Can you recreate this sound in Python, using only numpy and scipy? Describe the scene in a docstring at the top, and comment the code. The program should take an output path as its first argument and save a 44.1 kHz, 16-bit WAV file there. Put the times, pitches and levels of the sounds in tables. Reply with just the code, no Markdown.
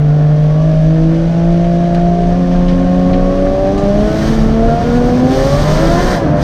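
"""First comes the boom of a straight-six engine, heard inside a drifting car. The revs climb, shoot up as
the wheels spin, then drop as the driver briefly lifts off. The engine's tones swell and fade as they pass
the notes at which the bare cabin rings. Air rushes into the intake, and the sliding tyres scrub and,
near the end, squeal. Underneath, the body rumbles, the road roars, loose bits rattle and faint whines
come and go. A small on-board camera holds the peaks down."""
import sys
import numpy as np
from scipy import signal
from scipy.fft import rfft, irfft, next_fast_len
from scipy.io import wavfile
from scipy.ndimage import uniform_filter1d, minimum_filter1d

SR = 44100
rng = np.random.default_rng(int(sys.argv[2]) if len(sys.argv) > 2 else 0)


def wav_record(signal):
    """Record a signal, one row per channel, as 16-bit PCM in the file named by sys.argv[1]."""
    frames = np.transpose(np.atleast_2d(signal))
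    bounded = np.clip(frames, -1, 1)
    # unit amplitude maps onto the largest positive 16-bit level
    quanta = np.round(bounded * 32767).astype(np.int16)
    wavfile.write(sys.argv[1], SR, quanta)


N = 283563
TIME = np.arange(N) / SR

# how often the cylinders fire: t/s, f/Hz
FIRING_RATE = [(0, 148.2), (0.54, 152.5), (0.65, 158), (0.78, 156.5), (1.3, 166.8), (1.56, 170.5),
               (2.3, 174.5), (2.38, 178), (2.55, 177.2), (3.17, 182.5), (3.67, 193.3), (3.78, 198.4),
               (3.9, 200.8), (4.07, 212), (4.34, 221.6), (4.48, 220.5), (4.99, 242.5), (5.1, 243.3),
               (5.43, 269.4), (5.8, 319.6), (6, 353.7), (6.12, 365.1), (6.29, 298), (6.43, 299.3)]
# An "order" is a tone at a whole multiple of the engine's cycle rate; order 6 is the firing rate.
STRONG_ORDERS = (3, 6, 9, 12, 18, 20, 22, 24, 28, 36, 42)
REV_STAGES_HZ = (173, 179, 240, 300)  # firing rates: off boost, just on boost, pulling hard, wheelspin
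# strength of the strong orders, one row each: level/dB at each of the four rev stages
ORDER_LEVELS = [(-26.6, -17, -21, -12), (-4.5, -3.5, -1.6, -21), (-26.5, -7, -33.5, -18.5),
                (-22, -27, -0.9, -20.5), (-15.5, -14.5, -22, -13), (-30.5, -35.5, -39.5, -25),
                (-32, -35.5, -32, -30.5), (-27.5, -25, -16.5, -13), (-38, -42, -38, -29),
                (-31.5, -16, -22, -25), (-34, -31, -30, -26.3)]
# how well each pitch of the exhaust reaches the seats: f/Hz, level/dB
EXHAUST_COLOUR = [(90, -18), (125, -6), (150, -3.5), (175, -7), (235, -13), (252, -11), (290, -8.5),
                  (325, 2.5), (370, -2.5), (400, -0.3), (440, -10.5), (485, -15), (525, -10.5), (575, 2.8),
                  (620, 1.9), (695, 6.5), (780, -4), (870, -22), (1130, -20), (1210, -30), (1290, -22),
                  (1440, -19.5), (1580, -31), (1690, -23), (1900, -34)]
# pitches at which the cabin's echoes cancel at the seats: f/Hz, half-width/Hz
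DEAD_NOTES = [(190.9, 6.9), (199.0, 0.55), (213.8, 3.4), (234.3, 2.7), (263.7, 0.47), (303.6, 3.4),
              (312.9, 2.7), (334.0, 1.6), (353.6, 0.75), (407.9, 3.5), (433.3, 9), (469.0, 7.3),
              (501.2, 6.2), (520.1, 5.2), (592.5, 8.1), (659.7, 19), (714.9, 9.1), (747.1, 18)]
# notes at which the cabin's air and panels ring: f/Hz, width/Hz, level/dB
CABIN_NOTES = [(146.6, 8.4, 9.5), (269, 20.2, 3), (430, 41, -3), (489, 21, -0.5), (559.7, 24.8, 3.5),
               (610, 7.7, 2.5), (689.3, 8.8, 4.5), (764, 8.1, -20), (900, 13, -25), (1043, 58, -11.5),
               (1110, 73, -16.5), (1444, 37, -18.5), (1670, 11, -8.5)]
# panels briefly singing along with the engine: t/s, half-length/s, f/Hz, level/dB
PANEL_FLARES = [(.74, 0.12, 627, -30.5), (1.05, 0.19, 488, -32.5), (1.1, .12, 325, -26),
                (2.1, .22, 695, -33.5), (3.297, 0.083, 1110, -38), (3.801, .05, 1200, -35),
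                (4.123, 0.076, 1490, -36), (4.72, 0.049, 1390, -39), (4.95, .09, 1450, -37.5),
                (4.961, 0.033, 1690, -36), (5.22, 0.077, 252, -13), (5.38, 0.075, 398, -20.5),
                (5.56, .06, 1140, -30), (5.855, 0.041, 326, -19), (6.261, 0.041, 312, -17.5),
                (6.342, .04, 600, -25)]
# strength of the intake's hiss, which stands for how far the throttle is open: t/s, level/dB
THROTTLE = [(0, -52), (.7, -46), (3.3, -43), (3.9, -40.5), (4.28, -33.5), (4.55, -40.5), (4.9, -37.5),
            (5.27, -37.5), (5.33, -32.5), (6.15, -31), (6.22, -40), (6.34, -47), (6.43, -32)]
# tone colour of the engine-bay rasp: f/Hz, level/dB
RASP_COLOUR = [(1200, -9.5), (1900, -0.5), (2500, -1), (3200, -1.5), (4500, -6), (6000, -7), (7100, -18.5),
               (9200, -23), (11300, -33.5), (13000, -40), (15000, -41)]
# tone colour of the air rushing into the intake: f/Hz, level/dB
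RUSH_COLOUR = [(1180, -37), (2000, -11.5), (2330, -25.5), (2690, -10.5), (3130, -2), (5140, 0.5),
               (6240, -2), (7330, -13), (8670, -10), (9430, -15.5), (11100, -28.5), (12700, -15.5),
               (15000, -24)]
# tyre squeal as the car swings, pitched at the rate the tread sticks and slips: t/s, f/Hz, level/dB
SQUEAL = [(5.3, 1049, -67), (5.7, 1024, -27), (5.85, 987.5, -27), (6.0, 1038, -29), (6.12, 1001, -28),
          (6.3, 976, -31.5), (6.43, 950, -49)]
# tone colour of the scrubbing tread: f/Hz, level/dB
SCRUB_COLOUR = [(500, -11), (850, -0.5), (1050, -3.5), (1400, -2), (1850, -3.5), (2400, -15), (4000, -47)]
# the body shaking over the track: t/s, level/dB
RUMBLE_LEVEL = [(0, -25), (.7, -21.5), (2.6, -19), (3.4, -17), (3.95, -17), (4.6, -15), (5.2, -23.5),
                (5.4, -15), (6.05, -14.5), (6.28, -27), (6.43, -19)]
# tone colour of that shaking: f/Hz, level/dB
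RUMBLE_COLOUR = [(12, -7.5), (24, -0.5), (32, 14), (45, 2.5), (60, -1.5), (90, -20), (200, -59.5)]
# the road's roar: t/s, level/dB
ROAD_LEVEL = [(0, -24.5), (1.2, -25.5), (2.4, -22), (3.4, -19.5), (4.2, -18), (5, -16.5), (5.7, -15.5),
              (6.43, -15)]
# tone colour of the roar through the floor: f/Hz, level/dB
ROAD_COLOUR = [(40, -17), (70, 2), (100, 0), (160, 3), (300, -3), (420, -10), (600, -8), (740, -9),
               (880, -24.5), (2000, -52)]
# tone colour of the road noise that sets the cabin ringing: f/Hz, level/dB
RING_COLOUR = [(60, -5.5), (200, 0.5), (700, -8.0), (950, -6.5), (1700, -5.5), (3000, -27.5)]
# loose bits rattling: t/s, level/dB, f/Hz, decay/s
RATTLES = [(1.64, -33, 2200, 0.025), (1.947, -30, 3700, 0.01), (2.53, -40, 3600, 0.034),
           (2.68, -29.5, 3320, 0.028), (3.13, -26, 2686, 0.019), (3.775, -33, 4500, .025)]
# tone colour of a hard crack of grit: f/Hz, level/dB
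GRIT_COLOUR = [(800, -12), (1800, 10), (6000, -8), (9000, -11), (15000, -29)]
# faint whines early in the climb: t/s, half-length/s, f/Hz, level/dB
WHINES = [(.15, .2, 1460, -46), (.8, 0.27, 1690, -45.5), (1.35, .12, 1470, -44), (1.85, .13, 1680, -44.5)]


def engine_boom(cycle, firing_hz, rough, flutter=0.56, waver_db=0.77, step=64):
    """The exhaust's strong tones swell and fade as the revs sweep them through the cabin's notes."""
    out, revs = 0, firing_hz[::step]
    lift = undb(-7.5 * swell(6.2, half_s=0.058))  # the exhaust softens while the driver lifts off
    for order, stages_db in zip(STRONG_ORDERS, ORDER_LEVELS):
        gain = undb(np.interp(revs, REV_STAGES_HZ, stages_db)) * exhaust_to_seats(revs * order / 6)
        gain = lift * np.interp(TIME, TIME[::step], gain) + singing_panels(order, firing_hz)
        angle = 2 * np.pi * (order * cycle + rng.random())
        unsteady = flutter * rough * (wander(45) * np.sin(angle) + wander(45) * np.cos(angle))
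        out = out + gain * undb(waver_db * wander(12)) * (np.sin(angle) + unsteady)
    return np.sqrt(2) * out


def engine_growl(cycle, rough, odd_db=-8, firing_db=4, waver_db=4.5, scatter=.16, tilt_db=-7):
    """Unequal cylinders add weaker tones between the strong ones, and these ring the cabin."""
    out = 0
    for order in range(4, 62):
        if order in STRONG_ORDERS:
            continue
        db = odd_db * (order % 2) + firing_db * (order % 6 == 0) + waver_db * wander(5)
        db = db + tilt_db * np.clip(order / 8 - 3.5, 0, 1)  # blunt exhaust puffs carry less treble
        smear = scatter * order * rough * wander(70)  # uneven firings blur the high tones most
        out = out + undb(db) * np.sin(2 * np.pi * (order * cycle + rng.random()) + smear)
    return cabin(out)


def crank_cycles(firing_hz, rough):
    """Engine cycles turned so far, six firings each; the speed trembles as the tyres grip and slip."""
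    tremble = 0.01236 * wander(28) + 0.0095 * wander(140)
    return np.cumsum(firing_hz * (1 + rough * tremble)) / SR / 6


def exhaust_to_seats(hz):
    """How much of an exhaust tone reaches the seats; it drops out where the cabin's echoes cancel."""
    gain = colour_gain(hz, EXHAUST_COLOUR)
    for centre, width in DEAD_NOTES:
        gain = gain * np.tanh(np.abs(hz - centre) / width)
    return gain


def singing_panels(order, firing_hz):
    """Extra gain for one order: each panel briefly sings along with the strong tone nearest its pitch."""
    out = 0
    for s, half_s, hz, db in PANEL_FLARES:
        panel_order = 6 * hz / np.interp(s, TIME, firing_hz)
        if order == min(STRONG_ORDERS, key=lambda k: abs(k - panel_order)):
            out = out + undb(db) * swell(s, half_s)
    return out


def rasp_and_intake(cycle, throttle_db):
    """The engine bay rasps, throbbing with each firing; at wide throttle rushing air covers it."""
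    throb = 1 + 0.11 * np.sin(2 * np.pi * 6 * cycle) + 0.1 * np.sin(2 * np.pi * 2 * cycle)
    rasp = noise(RASP_COLOUR) * throb * undb(-34 + 0.54 * throttle_db + .5 * wander(40))
    rush = noise(RUSH_COLOUR) * undb(-33.5 + 1.74 * throttle_db + 0.96 * wander(35))
    return echoes(rasp + rush, fade_s=0.15, echo_db=-9)


def tyre_squeal(jitter=0.014, overtone_db=-12):
    """The tread sticks and slips at an unsteady rate, in hoarse snatches."""
    hz, db = curves(SQUEAL)
    angle = 2 * np.pi * np.cumsum(hz * (1 + jitter * wander(70))) / SR
    tone = np.sin(angle) + undb(overtone_db) * np.sin(2 * angle)
    return echoes(undb(db + 2.9 * wander(30)) * tone, fade_s=0.27, echo_db=11.0)


def tyre_scrub(rev_octaves, throttle_db):
    """The tread rubs unevenly, louder as the revs rise and as a wide throttle spins the wheels."""
    rolling = undb(-41 + 6 * rev_octaves)
    spinning = undb(-30 + 1.8 * throttle_db)
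    scrub = noise(SCRUB_COLOUR) * np.hypot(rolling, spinning) * undb(2.1 * wander(60))
    return echoes(scrub, fade_s=0.17, echo_db=-3.5)


def body_and_road():
    """The body shakes, and the road roars through the floor and sets the cabin ringing."""
    road_db, = curves(ROAD_LEVEL)
    rumble_db, = curves(RUMBLE_LEVEL)
    rumble = noise(RUMBLE_COLOUR) * undb(rumble_db)
    roar = noise(ROAD_COLOUR) * undb(road_db + 0.77 * wander(16))
    ring = cabin(noise(RING_COLOUR) * undb(road_db - 0.5))
    return rumble + roar + ring


def rattles(rise_s=0.0018):
    """Loose trim and grit chatter in short, dry bursts."""
    out = np.zeros(N)
    for s, db, hz, decay_s in RATTLES:
        age = np.maximum(TIME - s, 0)
        burst = noise([(hz / 5, -25), (hz / 2, -2), (hz, 0), (hz * 1.64, -8), (hz * 3, -38)])
        out += undb(db) * burst * (1 - np.exp(-age / rise_s)) * np.exp(-age / decay_s)
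    return out


def grit_strike(at_s=1.947, db=-27, decay_s=.003):
    """A piece of grit hits the body with a bright crack."""
    age = TIME - at_s
    return undb(db) * noise(GRIT_COLOUR) * (age > 0) * np.exp(-np.abs(age) / decay_s)


def whines(wobble=.006):
    """Thin, wavering tones swell and fade."""
    out = 0
    for s, half_s, hz, db in WHINES:
        angle = 2 * np.pi * np.cumsum(hz * (1 + wobble * wander(60))) / SR
        out = out + undb(db) * swell(s, half_s) * np.sqrt(2) * np.sin(angle)
    return out


def cabin(x, top_hz=1900):
    """The cabin rings at its own notes; the wall in front of it blocks the treble."""
    size = next_fast_len(N + SR // 4)
    hz = np.arange(1, size // 2 + 2) * SR / size
    ringing = sum(undb(db) / (1 + 1j * (hz ** 2 - centre ** 2) / (hz * width))
                  for centre, width, db in CABIN_NOTES)
    wall = 1 / (1 + (hz / top_hz) ** 8)
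    return irfft(rfft(x, size) * ringing * wall, size)[:N]


def echoes(x, fade_s, echo_db):
    """Glass and bare metal add a short blur of echoes, dying away at 60 dB per fade_s."""
    age = TIME[:SR // 6]
    tail = rng.standard_normal(len(age)) * np.exp(-np.log(1000) * age / fade_s)
    echo = signal.fftconvolve(x, tail / np.linalg.norm(tail))[:N]
    return (x + undb(echo_db) * echo) / np.hypot(1, undb(echo_db))


def undb(db):
    """Turn decibels into a gain to multiply by."""
    return 10 ** (np.asarray(db) / 20)


def curves(table):
    """Join a table's points in time with straight lines, one curve per column of values."""
    s, *columns = np.transpose(table)
    return [np.interp(TIME, s, column) for column in columns]


def swell(at_s, half_s):
    """A bell-shaped rise and fall that reaches 1 at at_s."""
    return np.exp(-((TIME - at_s) / half_s) ** 2)


def colour_gain(hz, colour):
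    """Gain of a tone colour at the given frequencies; silent above its last point."""
    points_hz, db = np.transpose(colour)
    return undb(np.interp(np.log(hz + 1), np.log(points_hz), db, right=-np.inf))


def noise(colour):
    """Noise with the given tone colour, scaled to a typical size (rms) of 1."""
    size = next_fast_len(N)
    white = rfft(rng.standard_normal(size))
    hz = np.arange(len(white)) * SR / size
    x = irfft(white * colour_gain(hz, colour), size)[:N]
    return x / x.std()


def wander(steps_per_s):
    """A random drift with a typical size near 1."""
    steps = rng.standard_normal(4096)
    return 1.223 * np.interp(TIME * steps_per_s, np.arange(len(steps)), steps)


def scene():
    """Engine, air, tyres and body, as heard between the seats."""
    firing_hz, = curves(FIRING_RATE)
    throttle_db = curves(THROTTLE)[0] + 33  # 0 dB is wide open
    rev_octaves = np.log2(firing_hz / 150)  # octaves above cruising revs
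    slip = np.maximum(np.log2(firing_hz / 182.3), 0)  # the wheels slip above this firing rate
    rough = 0.053 + 0.346 * slip  # slipping shakes the engine
    cycle = crank_cycles(firing_hz, rough)
    boom = engine_boom(cycle, firing_hz, rough)
    growl = undb(-34.5 + 8 * rev_octaves) * engine_growl(cycle, rough)
    air = rasp_and_intake(cycle, throttle_db)
    road = body_and_road()
    tyres = tyre_scrub(rev_octaves, throttle_db) + tyre_squeal()
    return (boom + growl + air + road + tyres + rattles() + grit_strike() + whines())[None]


def record(dry, ceiling=.95, window=200, top_hz=15250):
    """A limiter turns the sound down just ahead of loud peaks; the highest treble is cut."""
    safe_gain = np.minimum(1, ceiling / (np.abs(dry) + 1e-9))
    gain = uniform_filter1d(minimum_filter1d(safe_gain, window), window)
    treble_cut = signal.ellip(10, .2, 80, top_hz, fs=SR, output="sos")
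    return signal.sosfilt(treble_cut, dry * gain)


dry = scene()
out = record(dry)
wav_record(out)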